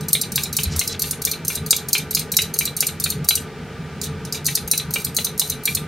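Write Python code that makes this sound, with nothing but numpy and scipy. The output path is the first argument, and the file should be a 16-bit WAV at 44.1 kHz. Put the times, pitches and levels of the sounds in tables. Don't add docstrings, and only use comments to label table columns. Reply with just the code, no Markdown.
import sys
import numpy as np
from scipy import signal
from scipy.fft import rfft, irfft
from scipy.io import wavfile
from scipy.ndimage import uniform_filter1d, minimum_filter1d

SR = 44100
rng = np.random.default_rng(int(sys.argv[2]) if len(sys.argv) > 2 else 0)


def unload_audio(sound):
    columns = np.transpose(np.atleast_2d(sound))
    steps = np.round(np.clip(columns, -1, 1) * 32767)
    wavfile.write(sys.argv[1], SR, steps.astype(np.int16))


N = 258867
TIME = np.arange(N) / SR
FREQS = np.fft.rfftfreq(N, 1 / SR)


def undb(db):
    return np.exp(np.asarray(db) * (np.log(10) / 20))


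def unit(x):
    return x / np.sqrt(np.sum(x ** 2))


def colour(points, hz):
    points_hz, db = np.transpose(points)
    return np.interp(np.log(hz + 1), np.log(points_hz), db)


def causal(db):
    cepstrum = irfft(np.log(undb(db)))
    half = len(cepstrum) // 2
    cepstrum[1:half] *= 2
    cepstrum[half + 1:] = 0
    return irfft(np.exp(rfft(cepstrum)))


def band(x, hz, kind):
    return signal.sosfilt(signal.butter(2, hz, kind, fs=SR, output="sos"), x)


def add(track, start_s, x):
    start = round(start_s * SR)
    track[..., start:start + x.shape[-1]] += x[..., :N - start]


def stereo(mid, side):
    return np.array([mid + side, mid - side])


def wander(t, rate_hz):
    points = rng.standard_normal(int(t[-1] * rate_hz) + 2)
    return np.interp(t * rate_hz, np.arange(len(points)), points)


def grains(count, spread_db):
    return rng.standard_normal(count) * undb(spread_db * np.minimum(rng.standard_normal(count), 2))


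# frequency in Hz, relative level in dB.
FAN_SPECTRUM = [(20, -27.5), (35, -29), (50, -15), (62, -21), (85, -6), (160, -4.5), (240, -11),
                (500, -22.5), (650, -24.5), (1400, -24), (2600, -30), (4000, -35), (8000, -46),
                (16000, -57)]
# centre in Hz, width in Hz, boost or cut in dB.
FAN_HOUSING = [(75.8, 9.8, 5), (114, 16.6, -9.5), (138.7, 6.8, 4.5), (155, 6.5, 7), (239, 7.6, -0.5),
               (308.6, 16.5, -14.5), (405, 3.3, -14.5), (440, 45, 12), (1071, 52, -15.5), (1202, 30, 6.5)]
# pitch in Hz, level in dB.
FAN_HUM = [(156, -58.5), (398, -66), (824, -62), (1195, -73), (1519, -60.5), (2337, -60.5)]

def fan(air_db, side_db, waver_db, buffet_db, buffet_hz):
    housing_db = sum(db * np.exp(-((FREQS - hz) / width) ** 2) for hz, width, db in FAN_HOUSING)
    shape = undb(colour(FAN_SPECTRUM, FREQS) + housing_db)
    stereo_width = undb(colour([(30, -14), (150, -25), (400, -24.5), (700, -12), (1300, -19),
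                                (2400, -25.5), (4400, -8), (12000, 0)], FREQS))
    mid = irfft(rfft(rng.standard_normal(N)) * shape, N)
    side = irfft(rfft(rng.standard_normal(N)) * shape * stereo_width, N)
    buffet = undb(buffet_db * wander(TIME, buffet_hz))
    mid += band(mid, 440, "lowpass") * (buffet - 1)
    tones = 0
    for hz, db in FAN_HUM:
        amplitude = np.sqrt(2) * undb(db + waver_db * wander(TIME, rate_hz=8))
        tones += amplitude * np.sin(2 * np.pi * hz * TIME + wander(TIME, rate_hz=8))
    return undb(air_db) * stereo(mid, undb(side_db) * side) / np.std(mid) + tones


# peak time in seconds, centre in Hz, level in dB, swell time in seconds.
CLOTH_SWISHES = [(0.681, 2410, -46, 0.049), (0.744, 5060, -39, 0.046), (.755, 1300, -42, 0.045),
                 (0.919, 4760, -38, 0.035), (0.929, 3420, -50, 0.05)]

def cloth(width_hz, rough_db):
    out, t = np.zeros(N), TIME[:SR // 5]
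    freqs, middle_s = np.fft.rfftfreq(len(t), 1 / SR), t[-1] / 2
    for peak_s, hz, db, swell_s in CLOTH_SWISHES:
        catches = rng.standard_normal(len(t)) * undb(rough_db * wander(t, rate_hz=202.5))
        hiss = irfft(rfft(catches) / (1 + ((freqs - hz) / width_hz) ** 2), len(t))
        swell = np.exp(-((t - middle_s) / swell_s) ** 2)
        add(out, peak_s - middle_s, undb(db) * swell * hiss / np.std(hiss))
    return out


# peak time in seconds, pitch in Hz, level in dB, swell time in seconds.
COUNTER_BUMPS = [(0.659, 72.4, -19.5, 0.014), (0.756, 80.5, -21.5, 0.018), (.756, 208, -31, 0.0044),
                 (4.632, 62, -35, 0.0067)]

def bumps():
    out = np.zeros(N)
    for peak_s, hz, db, swell_s in COUNTER_BUMPS:
        t = TIME - peak_s
        out += undb(db) * np.exp(-(t / swell_s) ** 2) * np.sin(2 * np.pi * hz * t)
    return out


def kitchen(x, near_db, near_t60, room_db, room_t60, damp_hz, side_db, side_hz):
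    t = TIME[:SR // 6]

    def echoes():
        near = unit(rng.standard_normal(len(t)) * undb(-60 * t / near_t60) * (t > .0005))
        dull_noise = band(rng.standard_normal(len(t)), damp_hz, "lowpass")
        tail = unit(dull_noise * undb(-60 * t / room_t60) * (t > .005))
        return undb(near_db) * near + undb(room_db) * tail
    mid = (t == 0) + echoes()
    side = undb(side_db) * band(echoes(), side_hz, "highpass")
    return stereo(signal.fftconvolve(x, mid), signal.fftconvolve(x, side))


# frequency in Hz, relative level in dB.
CRACK_SPECTRUM = [(100, -37), (600, -23), (1100, -15), (1800, -11.5), (2400, -1.5), (3200, -5.5), (4200, 6),
                  (5400, -0.5), (6300, 4), (7900, -3.5), (9400, 6.5), (10700, -4), (11800, 7.5), (13200, 1),
                  (14300, -1), (16000, -3.5)]
# pitch in Hz, relative level in dB, seconds to fade by 60 dB.
STEEL_MODES = [(2375, -2.5, 0.044), (2930, -13.5, .045), (3670, -32, 0.1), (4005, -1.5, 0.066),
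               (3995, -6, 0.081), (4050, -3.5, 0.11), (4250, -3.5, 0.11), (6530, -12, 0.027),
               (6660, -14.5, .05), (8755, 1.5, 0.033), (9270, -9, 0.033), (9680, -7.5, .055),
               (11860, -3.5, 0.021), (11730, -3.5, 0.031), (12300, -20, 0.0238), (13900, -15.5, 0.065)]

def peeler(force, ring_db, detune, uneven_db):
    t = TIME[:SR // 8]
    crack = unit(causal(colour(CRACK_SPECTRUM, np.fft.rfftfreq(512, 1 / SR))))
    ring = 0
    for hz, db, t60 in STEEL_MODES:
        shift, strength = rng.standard_normal(2)
        mode = np.sin(2 * np.pi * hz * (1 + detune * shift) * t) * undb(-60 * t / t60)
        ring += undb(db + uneven_db * strength) * unit(mode)
    response = undb(ring_db) * unit(ring)
    add(response, 0, crack)
    return signal.fftconvolve(force, response)


def contact(peak_s, db, body_db, bright_db, rise_s, settle_s, grain_db, body_hz=3600, bright_hz=8000):
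    force, lead_s = np.zeros(N), .008
    t = np.arange(2048) / SR - lead_s
    hz = np.fft.rfftfreq(len(t), 1 / SR)
    envelope = np.exp(np.minimum(t / rise_s, -t / settle_s))
    burst = unit(envelope * grains(len(t), grain_db))
    body_shelf = 1 / (1 + (hz / body_hz) ** 8)
    treble_tilt = 1 / 2 - 1 / (1 + (hz / bright_hz) ** 4)
    eq = undb(body_db * body_shelf + bright_db * treble_tilt * (1 - body_shelf))
    add(force, peak_s - lead_s, undb(db) * irfft(rfft(burst) * eq))
    return force


# time in seconds, relative levels of the clink and of its chatter in dB.
BLADE_CLINKS = [(.009, -38, -45), (4.015, -27.5, -27.5), (4.251, -35, -50), (4.325, -23.5, -30.5),
                (4.456, -21, -36)]

def clinks(chatter_lag_s):
    force = np.zeros(N)
    for clink_s, db, chatter_db in BLADE_CLINKS:
        force += contact(clink_s, db, body_db=-2.5, bright_db=-10,
                         rise_s=.0007, settle_s=.0038, grain_db=4.5)
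        force += contact(clink_s + chatter_lag_s, chatter_db, body_db=.5, bright_db=-8,
                         rise_s=.008, settle_s=.018, grain_db=5)
    return force


# times of touch, bite and flick in seconds,
# their three relative levels in dB, boost or cut of the bite's body in dB.
CARROT_STROKES = [(.085, .131, .215, -25, -6.5, -18.5, -2), (.320, .358, .436, -30, -12.5, -21, 5.5),
                  (.529, .567, .635, -27, -15.5, -20, 6), (.763, .793, .877, -23.5, -13, -21.5, 3),
                  (.995, 1.020, 1.111, -23.5, -18, -19.5, 0), (1.219, 1.251, 1.315, -27, -13, -19.5, 1),
                  (1.450, 1.481, 1.555, -31, -15, -22.5, -1), (1.663, 1.708, 1.765, -30, -2.5, -20.5, -1),
                  (1.886, 1.931, 1.981, -27.5, -8, -22, 2), (2.109, 2.149, 2.195, -25, -11, -22, 2),
                  (2.319, 2.368, 2.420, -21, -6.5, -19, 3), (2.540, 2.589, 2.655, -24.5, -11.5, -19, -1),
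                  (2.767, 2.806, 2.869, -23, -11, -16.5, 2), (3.000, 3.040, 3.103, -25.5, -14.5, -19, 2.5),
                  (3.245, 3.288, 3.355, -32.5, -3.5, -16, -2.5),
                  (4.446, 4.465, 4.554, -32, -13.5, -11.5, 1), (4.677, 4.714, 4.778, -30, -9.5, -17.5, 3.5),
                  (4.908, 4.938, 5.048, -33, -17.5, -19.5, 6), (5.147, 5.166, 5.248, -30.5, -13, -16.5, 4),
                  (5.378, 5.396, 5.500, -27.5, -11, -18.5, -1.5), (5.636, 5.655, 5.751, -35, -13.5, -14, 4)]

def strokes(usual_bite_db, brighten_db_per_s):
    force = np.zeros(N)
    for touch_s, bite_s, flick_s, touch_db, bite_db, flick_db, body_db in CARROT_STROKES:
        bounce_s = touch_s + .55 * (bite_s - touch_s)
        settle_s = .002 * undb(.4 * (usual_bite_db - bite_db + body_db))
        pared_db = brighten_db_per_s * bite_s
        force += contact(touch_s, touch_db, body_db=-2.5, bright_db=pared_db + .6,
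                         rise_s=.0008, settle_s=.0046, grain_db=4.5)
        force += contact(bounce_s, touch_db - 10, body_db=-3, bright_db=1.5,
                         rise_s=.0009, settle_s=.004, grain_db=4.5)
        force += contact(bite_s, bite_db, body_db, bright_db=.3,
                         rise_s=.00036, settle_s=settle_s, grain_db=.6)
        force += contact(flick_s, flick_db, body_db=-5.5, bright_db=pared_db - 3.4,
                         rise_s=.0015, settle_s=.0024, grain_db=3)
    return force


def rasp(db, grain_db, judder_db, judder_hz, fade_db, skid_s, skid_offset_db):
    force = np.zeros(N)
    usual_pull_s, soften_db_per_s = .075, 90
    for _, bite_s, flick_s, touch_db, bite_db, *_ in CARROT_STROKES:
        pull_s = flick_s - bite_s
        tear_db = db - soften_db_per_s * (pull_s - usual_pull_s)
        skid_db = skid_offset_db + (touch_db + bite_db) / 2
        t = TIME[:int((skid_s + pull_s) * SR)]
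        pressure_db = np.where(t < skid_s, skid_db - tear_db, -fade_db * (t - skid_s) / pull_s)
        tear = grains(len(t), grain_db) * undb(judder_db * wander(t, judder_hz) + pressure_db)
        add(force, bite_s - skid_s, undb(tear_db) * unit(tear) * np.sqrt(len(t)))
    return band(force, 2200, "highpass")


def peeling(gain_db):
    force = strokes(usual_bite_db=-11, brighten_db_per_s=.9) + clinks(chatter_lag_s=.024)
    force += rasp(db=-61, grain_db=19, judder_db=3.5, judder_hz=375, fade_db=6,
                  skid_s=.011, skid_offset_db=-43)
    contact_times = [s for stroke in CARROT_STROKES for s in stroke[:3]] + [s for s, *_ in BLADE_CLINKS]
    starts = sorted(int((s - .003) * SR) for s in contact_times)
    out = np.zeros((2, N))
    for start, end in zip(starts, starts[1:] + [N]):
        blade = peeler(force[start:end], ring_db=-7.2, detune=.004, uneven_db=3.6)
        in_room = kitchen(blade, near_db=-1.5, near_t60=.035, room_db=-8, room_t60=.17,
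                          damp_hz=11000, side_db=-3, side_hz=6000)
        add(out, start / SR, in_room)
    return undb(gain_db) * out


def scene():
    return (peeling(gain_db=23) + bumps() + cloth(width_hz=2000, rough_db=3.5)
            + fan(air_db=-35.9, side_db=1.6, waver_db=2.5, buffet_db=3, buffet_hz=15))


def gain_control(x, threshold_db, ratio, release_db_per_s, makeup_db, ahead_s):
    power = uniform_filter1d(np.mean(x ** 2, axis=0), SR // 200)
    level_db = 10 * np.log10(np.abs(power) + 1e-12)
    cut_db = np.maximum(level_db - threshold_db, 0) * (1 - 1 / ratio)
    recovery_db = release_db_per_s * TIME
    held_db = np.maximum.accumulate(cut_db + recovery_db) - recovery_db
    span = int(ahead_s * SR)
    duck_db = minimum_filter1d(-held_db, span, origin=-(span // 2))
    return x * undb(makeup_db + uniform_filter1d(duck_db, span // 2))


def record(dry):
    crossover_hz, low_lag_s, top_hz = 3970, .021, 15700
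    low_gain = 1 / np.sqrt(1 + (FREQS / crossover_hz) ** 36)
    leak = undb(-24.5) * np.minimum(FREQS / 700, 1)
    high_gain = np.maximum(np.sqrt(1 - low_gain ** 2), leak)
    delay = np.exp(-2j * np.pi * FREQS * low_lag_s)
    x = irfft(rfft(dry) * (high_gain + low_gain * delay), N)
    x = gain_control(x, threshold_db=-27.5, ratio=1.468, release_db_per_s=75, makeup_db=5.5, ahead_s=.018)
    top_cut = signal.ellip(8, .2, 70, top_hz, fs=SR, output="sos")
    return signal.sosfilt(top_cut, np.clip(x, -1, 1))


dry = scene()
out = record(dry)
unload_audio(out)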